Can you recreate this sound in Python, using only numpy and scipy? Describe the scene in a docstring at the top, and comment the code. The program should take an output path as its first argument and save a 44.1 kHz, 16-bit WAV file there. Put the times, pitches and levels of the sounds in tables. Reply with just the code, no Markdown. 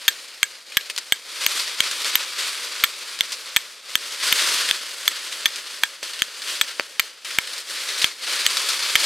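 """Sharp, ringing clicks of a steel striker hitting a hand-held flint again and again, outdoors at night.
In each blow the steel bites the edge, drags for a few milliseconds and catches once more, so stone and
steel ring briefly. Close by, dry leaves rustle and crunch and a twig snaps as someone shifts about.
A faint low hush lies under it all, and the small microphone overloads on the blows."""
import sys
import numpy as np
from scipy import signal
from scipy.fft import rfft, irfft, next_fast_len
from scipy.io import wavfile

SR = 44100
rng = np.random.default_rng(int(sys.argv[2]) if len(sys.argv) > 2 else 0)


def generate_wav(sig):
    """Save sig (samples, or channels by samples) to the path in sys.argv[1] as 16-bit PCM at SR."""
    pcm = np.round(np.clip(np.atleast_2d(sig).T, -1, 1) * 32767).astype(np.int16)
    wavfile.write(sys.argv[1], SR, pcm)


N = 399105

# The blows; the grip and the spot where stone meets steel change each time. 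Columns: start_s, drag_ms,
# catch_db, deep_flint_db, low_steel_db, middle_steel_db, top_steel_db
BLOW_LIST = [(0.0803, 7.4, -0.5, -1, -7, 0.5, 0.5), (0.4301, 1.84, -1.5, 2.5, -3.5, 0, -21),
             (0.7702, 3.6, 1.5, 3, -7, -12, -2), (1.1227, 0.98, 1.5, -7, -8, 3, -8),
             (1.4643, 1.1, -9, 0.1, -17, 1.5, -3), (1.8046, 2.7, -4, 3.5, -15, -5, -16),
             (2.1547, 1.04, 4, 1, -22, -5, 6), (2.8381, 5.1, 4, 4.5, -6, -5, 0.1),
             (3.2084, 1.0, -7, -0.5, -9, -12, -14), (3.5632, 4.96, 10, 2, -19, -4.5, -8),
             (3.9545, 0.87, -5, -1.5, -18, -3, -4), (4.3257, 2.8, 1, 1, -19, -17, 1),
             (4.7114, 1.1, -6, -8, -23, -19, -21), (5.0786, 2.9, -3, -2.5, -13, -3, -3.5),
             (5.4575, 4.2, 3, 2.5, -15, -7.5, -8), (5.8353, 1.2, -0.5, 1, -8, -6, -17),
             (6.2207, 1.2, -9, -1, -27, -2, -13), (6.6128, 3.5, 1.5, 1.5, -27, -5, -10),
             (6.996, 3.7, 3, 2.5, -10.5, -12, -5), (7.3864, 1.8, -10, 6, -10, -16, -18),
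             (8.0436, 3.7, -3, -1, -12, -12, -20), (8.4644, 2.0, -5, -10, -21, 2, -20),
             (8.9547, 6.8, 0, 1.5, -21, -14, -19)]
# The tone of dry leaves, from bass to treble. Columns: pitch_hz, level_db
LEAF_TONE = [(30, -65), (100, -59), (255, -26), (433, -16.5), (547, -13.5), (760, -20), (1000, -8.5),
             (1300, -4.5), (1800, -3), (2420, -2), (3320, -2), (4500, -3), (5600, -5), (9500, -8.5),
             (12900, -17), (16000, -30.5)]


def amp(db):
    """Turn decibels into a number to multiply by."""
    return 10 ** (np.asarray(db) / 20)


def rms_one(x):
    """Scale a sound so that its average strength (rms) is 1."""
    return x / np.sqrt(np.mean(x ** 2) + 1e-20)


def at_hz(points):
    """Join (pitch_hz, value) points into a curve with a value for every frequency."""
    hz = np.maximum(np.fft.rfftfreq(next_fast_len(N), 1 / SR), 1)
    pitches_hz, values = np.transpose(points)
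    return np.interp(np.log(hz), np.log(pitches_hz), values)


def colour(x, gain):
    """Change the tone of a sound: multiply each frequency by its own gain."""
    return irfft(rfft(x, next_fast_len(N)) * gain, next_fast_len(N))[:N]


def drift(rate_hz):
    """A smooth random wobble of typical size 1."""
    r = np.exp(-2 * np.pi * rate_hz / SR)
    return rms_one(signal.lfilter([1], [1, -2 * r, r * r], rng.standard_normal(N + SR))[SR:])


def ring(clicks, hz, fade_s):
    """Each click starts a pure tone that dies away; fade_s is the time it takes to drop 60 dB."""
    r = amp(-60 / (max(fade_s, .001) * SR))
    w = 2 * np.pi * hz / SR
    return signal.lfilter([0, np.sin(w)], [1, -2 * r * np.cos(w), r * r], clicks + 1e-18)


def grains(per_s, spread_db):
    """Tiny cracks of uneven size at random moments."""
    sizes = amp(spread_db * np.minimum(rng.exponential(1, N), 5)) * rng.choice([-1, 1], N)
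    return rms_one(sizes * (rng.random(N) < per_s / SR))


def night(level_db=-66):
    """A faint, steady, low hush of distant outdoor air."""
    # The tone of the hush. Columns: pitch_hz, level_db
    hush_tone = [(25, -30), (60, -30), (180, -8.5), (500, -3), (900, -1), (2000, -40)]
    return amp(level_db) * rms_one(colour(rng.standard_normal(N), amp(at_hz(hush_tone))))


def rustle(flutter_db=1.29, flicker_db=0.8, usual_db=-32):
    """Dry leaves make many tiny cracks over a hiss; bass, middle and treble each flicker a little."""
    # How loudly the leaves rustle as someone shifts about. Columns: time_s, level_db
    loudness = [(0, -40), (.15, -37), (.36, -42), (.54, -40), (.63, -46.5), (.73, -39), (1.28, -39),
                (1.43, -26.5), (1.59, -25.5), (1.77, -33), (1.85, -26), (1.99, -28.5), (2.07, -24.5),
                (2.375, -32.5), (2.39, -24), (2.52, -30.5), (2.8, -30.5), (2.94, -34), (3.5, -34.5),
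                (3.82, -44), (3.91, -33), (4.21, -29.5), (4.235, -20.5), (4.57, -20.5), (4.82, -32),
                (5.3, -31), (5.74, -35), (5.85, -35), (6.025, -43.5), (6.032, -30.5), (6.3, -38),
                (6.51, -27), (6.77, -37), (6.97, -41), (7.04, -35.5), (7.15, -46), (7.24, -45.5),
                (7.255, -33.5), (7.6, -31.5), (7.64, -37), (7.72, -30), (8.02, -26), (8.18, -37.5),
                (8.24, -29.5), (8.28, -24.5), (8.66, -24), (8.78, -26), (8.85, -23), (8.96, -25.5),
                (9.05, -18.5)]
    level_db = np.interp(np.arange(N) / SR, *np.transpose(loudness))
    treble_db = -2.5 + 0.026 * (level_db - usual_db)   # louder is slightly brighter
    bass_db = 5 - 0.18 * (level_db - usual_db)   # the bass swings less than the rest
    hiss_and_cracks = rng.standard_normal(N) + amp(-3) * grains(per_s=3000, spread_db=2.5)
    leaves = rms_one(colour(hiss_and_cracks, amp(at_hz(LEAF_TONE))))
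    bass = colour(leaves, at_hz([(600, 1), (1000, 0)]))
    treble = colour(leaves, at_hz([(4500, 0), (9000, 1)]))
    middle = leaves - bass - treble
    mixed = middle * amp(flicker_db * drift(7))
    mixed += bass * amp(bass_db + flicker_db * drift(17))
    mixed += treble * amp(treble_db + flicker_db * drift(20))
    return mixed * amp(level_db + flutter_db * drift(29))


def crunches():
    """A crushed leaf gives a fading burst of cracks, loudest near its own pitch; returns mid and side."""
    # Leaves being crushed. Columns: start_s, level_db, fade_s, pitch_hz
    crushed_leaves = [(0.721, -35.5, .06, 2220), (0.8091, -35, .05, 3130), (0.8988, -25, 0.054, 2300),
                      (0.963, -27.5, 0.02, 4170), (0.978, -19, 0.0085, 5450), (0.9826, -21, 0.032, 5640),
                      (1.4122, -29, 0.059, 4850), (1.5928, -27, 0.21, 5070), (1.9116, -23.5, .046, 3480),
                      (2.0177, -26, .037, 3350), (2.046, -21, 0.015, 4730), (2.382, -30.5, 0.3, 3340),
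                      (2.546, -34, 0.056, 4110), (3.1895, -29, .05, 3260), (3.32, -26.5, 0.12, 4670),
                      (4.6894, -25.5, 0.09, 3360), (5.056, -31, .066, 3030), (5.3235, -29.5, 0.15, 3500),
                      (5.559, -29, 0.046, 5030), (6.0292, -27, 0.033, 4700), (6.135, -32, 0.066, 3140),
                      (6.191, -32, 0.12, 3310), (6.419, -30.5, 0.056, 4200), (6.474, -32, 0.36, 3030),
                      (7.247, -34, 0.3, 2270), (7.306, -33, 0.11, 2260), (7.4734, -27, 0.027, 2190),
                      (7.5325, -31.5, 0.061, 4770), (7.5797, -29, .04, 4260), (7.8894, -29, 0.04, 4170),
                      (7.9483, -32, 0.035, 4080), (8.017, -22.5, 0.16, 3600), (8.57, -18, 0.033, 4720),
                      (8.6863, -22, 0.18, 4260), (8.8245, -24.5, 0.039, 4180), (8.8982, -27.5, 0.041, 4330),
                      (9.0008, -25, 0.1, 4540)]
    cracks = rng.standard_normal(N) + amp(4) * grains(per_s=4000, spread_db=2.5)
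    mid, side = np.zeros(N), np.zeros(N)
    leans = 2 - rng.standard_normal(len(crushed_leaves))   # scattered, mostly a little to the left
    for (start_s, level_db, fade_s, pitch_hz), lean in zip(crushed_leaves, leans):
        at = round(start_s * SR)
        burst = cracks[at:at + SR // 5]
        near_pitch = signal.lfilter(*signal.iirpeak(pitch_hz, 2.5, fs=SR), burst)
        t = np.arange(len(burst)) / SR
        crunch = (1.58 * burst + 2 * near_pitch) * amp(level_db - 60 * t / fade_s)
        mid[at:at + len(t)] += crunch
        side[at:at + len(t)] += crunch * .5 * np.tanh(lean * np.log(10) / 40)
    tone = amp(at_hz(LEAF_TONE))
    return colour(mid, tone), colour(side, tone)


def snaps():
    """Each snap makes a twig ring briefly; a thin twig gives off no bass."""
    # The moments a twig snaps. Columns: start_s, level_db
    breaks = [(6.0294, -21.5), (6.7973, -8), (6.8082, -23)]
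    # The tones the twig rings with. Columns: pitch_hz, level_db, fade_s
    twig_tones = [(600, -10, 0.021), (1830, 2.5, 0.0032), (2420, 5, 0.0034), (4500, -7.5, 0.013)]
    clicks = np.zeros(N)
    for start_s, level_db in breaks:
        clicks[round(start_s * SR)] = -amp(level_db)
    ringing = sum(amp(db) * ring(clicks, hz, fade_s) for hz, db, fade_s in twig_tones)
    return signal.sosfilt(signal.butter(2, 350, "high", fs=SR, output="sos"), ringing)


def close_echoes(x, moving_share=0.091, housing_share=0.091):
    """Two very quick echoes ripple the tone, and the microphone's housing adds a hollow ring."""
    # How late the echo off something close and moving arrives. Columns: time_s, delay_ms
    echo_delay = [(0, .43), (1.0, .43), (1.1, .86), (3.9, .85), (4.0, .61), (7.2, .65), (8.1, .46),
                  (8.45, .46), (8.5, .88), (9.05, .88)]
    # How strong the hollow ring is. 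Columns: time_s, relative_strength
    hollowness = [(0, 3.0), (1.0, 2.1), (1.6, 2.8), (2.3, 1.4), (3.9, 2.1), (6.1, 1.4), (7.2, 1.7),
                  (7.6, 3.5), (9.05, 2.8)]
    n = np.arange(N)
    hollow = signal.lfilter(*signal.iirpeak(4500, 4.5, fs=SR), x)
    hollow *= np.interp(n / SR, *np.transpose(hollowness))
    housing_echo = np.roll(x, 10)   # about 0.2 ms later
    delay_samples = np.interp(n / SR, *np.transpose(echo_delay)) * SR / 1000
    moving_echo = np.interp(n - delay_samples, n, x)
    return x + housing_share * (housing_echo + hollow) + moving_share * moving_echo


def scattered_echoes(x, level_db=-24, fade_s=0.21):
    """Hands, body and ground throw back a short blur of echoes."""
    t = np.arange(SR // 8) / SR
    blur = rng.standard_normal(len(t)) * amp(-60 * t / fade_s) * (t > .003)
    blur /= np.sqrt(np.sum(blur ** 2))
    return x + amp(level_db) * signal.fftconvolve(x, blur)[:N]


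def jolts(level_db=-22, pitch_hz=260, fade_s=0.0081):
    """Each bite shoves the hand that holds the stone: a soft, low thump."""
    clicks = np.zeros(N)
    clicks[[round(start_s * SR) for start_s, *_ in BLOW_LIST]] = amp(level_db)
    return ring(clicks, pitch_hz, fade_s)


def contact(grit, drag_ms, catch_db, bite_db=4, grit_db=-22, grit_fade_s=.012):
    """The force of one blow: steel bites, scrapes off shavings and catches; grit crumbles at each hit."""
    t = np.arange(len(grit)) / SR
    catch_at = round(drag_ms * SR / 1000)
    scrape_db = min(-32 + 2 * drag_ms, -19.5)   # a longer drag scrapes harder, up to a limit
    force = amp(scrape_db) * grit * (t < t[catch_at])
    for at, hit_db in ((0, bite_db), (catch_at, catch_db)):
        force[at] -= amp(hit_db)
        force[at:] += grit[at:] * amp(hit_db + grit_db - 60 * t[:len(t) - at] / grit_fade_s)
    return force


def blows(spread_db=1.2, grip_detune=.012, deep_below_hz=2500):
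    """Each blow makes flint and steel ring; the changing grip shifts the flint's tones a little."""
    # The tones of the flint in the hand. Columns: pitch_hz, level_db, fade_s
    flint_tones = [(973, -26, 0.035), (1324, -19, 0.013), (1800, -25, 0.035), (2085, -20.5, 0.0078),
                   (2356, -9, 0.0055), (2740, -27.5, 0.014), (3240, -6, 0.0083), (3530, -13.5, 0.012),
                   (4200, -11, 0.0034), (4480, -27, 0.0048), (5550, -7, 0.001), (7710, -27, 0.0079),
                   (8930, -26, 0.0038), (11240, -6.5, 0.0012), (14000, -31, 0.0013)]
    # The steel striker rings in pairs of close tones. Columns: pitch_hz, gap_hz
    steel_pairs = [(1670, 70), (6480, 130), (8070, 100), (12100, 220)]
    # How each of those pairs rings. Columns: level_db, fade_s
    steel_rings = [(-21, 0.061), (-21, 0.032), (-27, 0.056), (-13, 0.018)]
    out, length = np.zeros(N + SR), SR // 8
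    grit = grains(per_s=5000, spread_db=2.5)
    chances = rng.standard_normal((len(BLOW_LIST), len(flint_tones), 2))
    for blow, chance in zip(BLOW_LIST, chances):
        start_s, drag_ms, catch_db, deep_db, low_db, middle_db, top_db = blow
        at = round(start_s * SR)
        force = contact(np.resize(grit[at:], length), drag_ms, catch_db)
        for (hz, db, fade_s), (louder, higher) in zip(flint_tones, chance):
            tone_db = db + spread_db * louder + deep_db * (hz < deep_below_hz)
            out[at:at + length] += amp(tone_db) * ring(force, hz * (1 + grip_detune * higher), fade_s)
        steel_db = low_db, middle_db, middle_db, top_db
        for (hz, gap_hz), (db, fade_s), struck_db in zip(steel_pairs, steel_rings, steel_db):
            pair = ring(force, hz - gap_hz / 2, fade_s) + .5 * ring(force, hz + gap_hz / 2, fade_s)
            out[at:at + length] += amp(db + struck_db) * pair
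    bass_cut = signal.butter(4, 1450, "high", fs=SR, output="sos")   # the blows carry no deep bass
    treble_cut = signal.butter(2, 13000, fs=SR, output="sos")   # a hit takes time, which dulls the top
    return signal.sosfilt(np.vstack([bass_cut, treble_cut]), out[:N])


def scene():
    """Blows ahead, leaves around; mid is what left and right share, side is how they differ."""
    # How much of the sound moves to the microphone's left opening. Columns: pitch_hz, share
    left_lean = [(1500, 0), (2400, .01), (4400, .11), (7000, .03), (9000, -.02), (12000, -.04)]
    # The tone of an echo from one side, compared with mid. Columns: pitch_hz, level_db
    side_echo_tone = [(150, -41), (500, -16), (1200, -49), (2400, -22), (4400, -16), (7000, -11),
                      (12000, -36)]
    crunch_mid, crunch_side = crunches()
    hits = scattered_echoes(blows() + jolts() + snaps())
    leaves = close_echoes(rustle() + crunch_mid)
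    mid = hits + leaves + night()
    echo = np.concatenate([np.zeros(400), mid[:-400]])   # about 9 ms later
    side = colour(mid, at_hz(left_lean)) + colour(echo, amp(at_hz(side_echo_tone))) + crunch_side
    return np.array([mid + side, mid - side])


def record(dry, threshold_db=-6, attack_s=.002, release_db_per_s=300, clip_at=.9, cutoff_hz=16700):
    """The volume dips after loud peaks, too late to stop them clipping; then the highest treble is cut."""
    peak_db = 20 * np.log10(np.abs(dry).max(axis=0) + 1e-9)
    wanted_dip_db = .45 * np.maximum(peak_db - threshold_db, 0)
    recovery_db = release_db_per_s * np.arange(N) / SR
    held_dip_db = np.maximum.accumulate(wanted_dip_db + recovery_db) - recovery_db
    r = np.exp(-1 / (attack_s * SR))
    dip_db = signal.lfilter([1 - r], [1, -r], held_dip_db)   # the dip takes a moment to set in
    clipped = np.clip(dry * amp(-dip_db), -clip_at, clip_at)
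    return signal.sosfilt(signal.cheby2(16, 70, cutoff_hz, fs=SR, output="sos"), clipped)


dry = scene()
out = record(dry)
generate_wav(out)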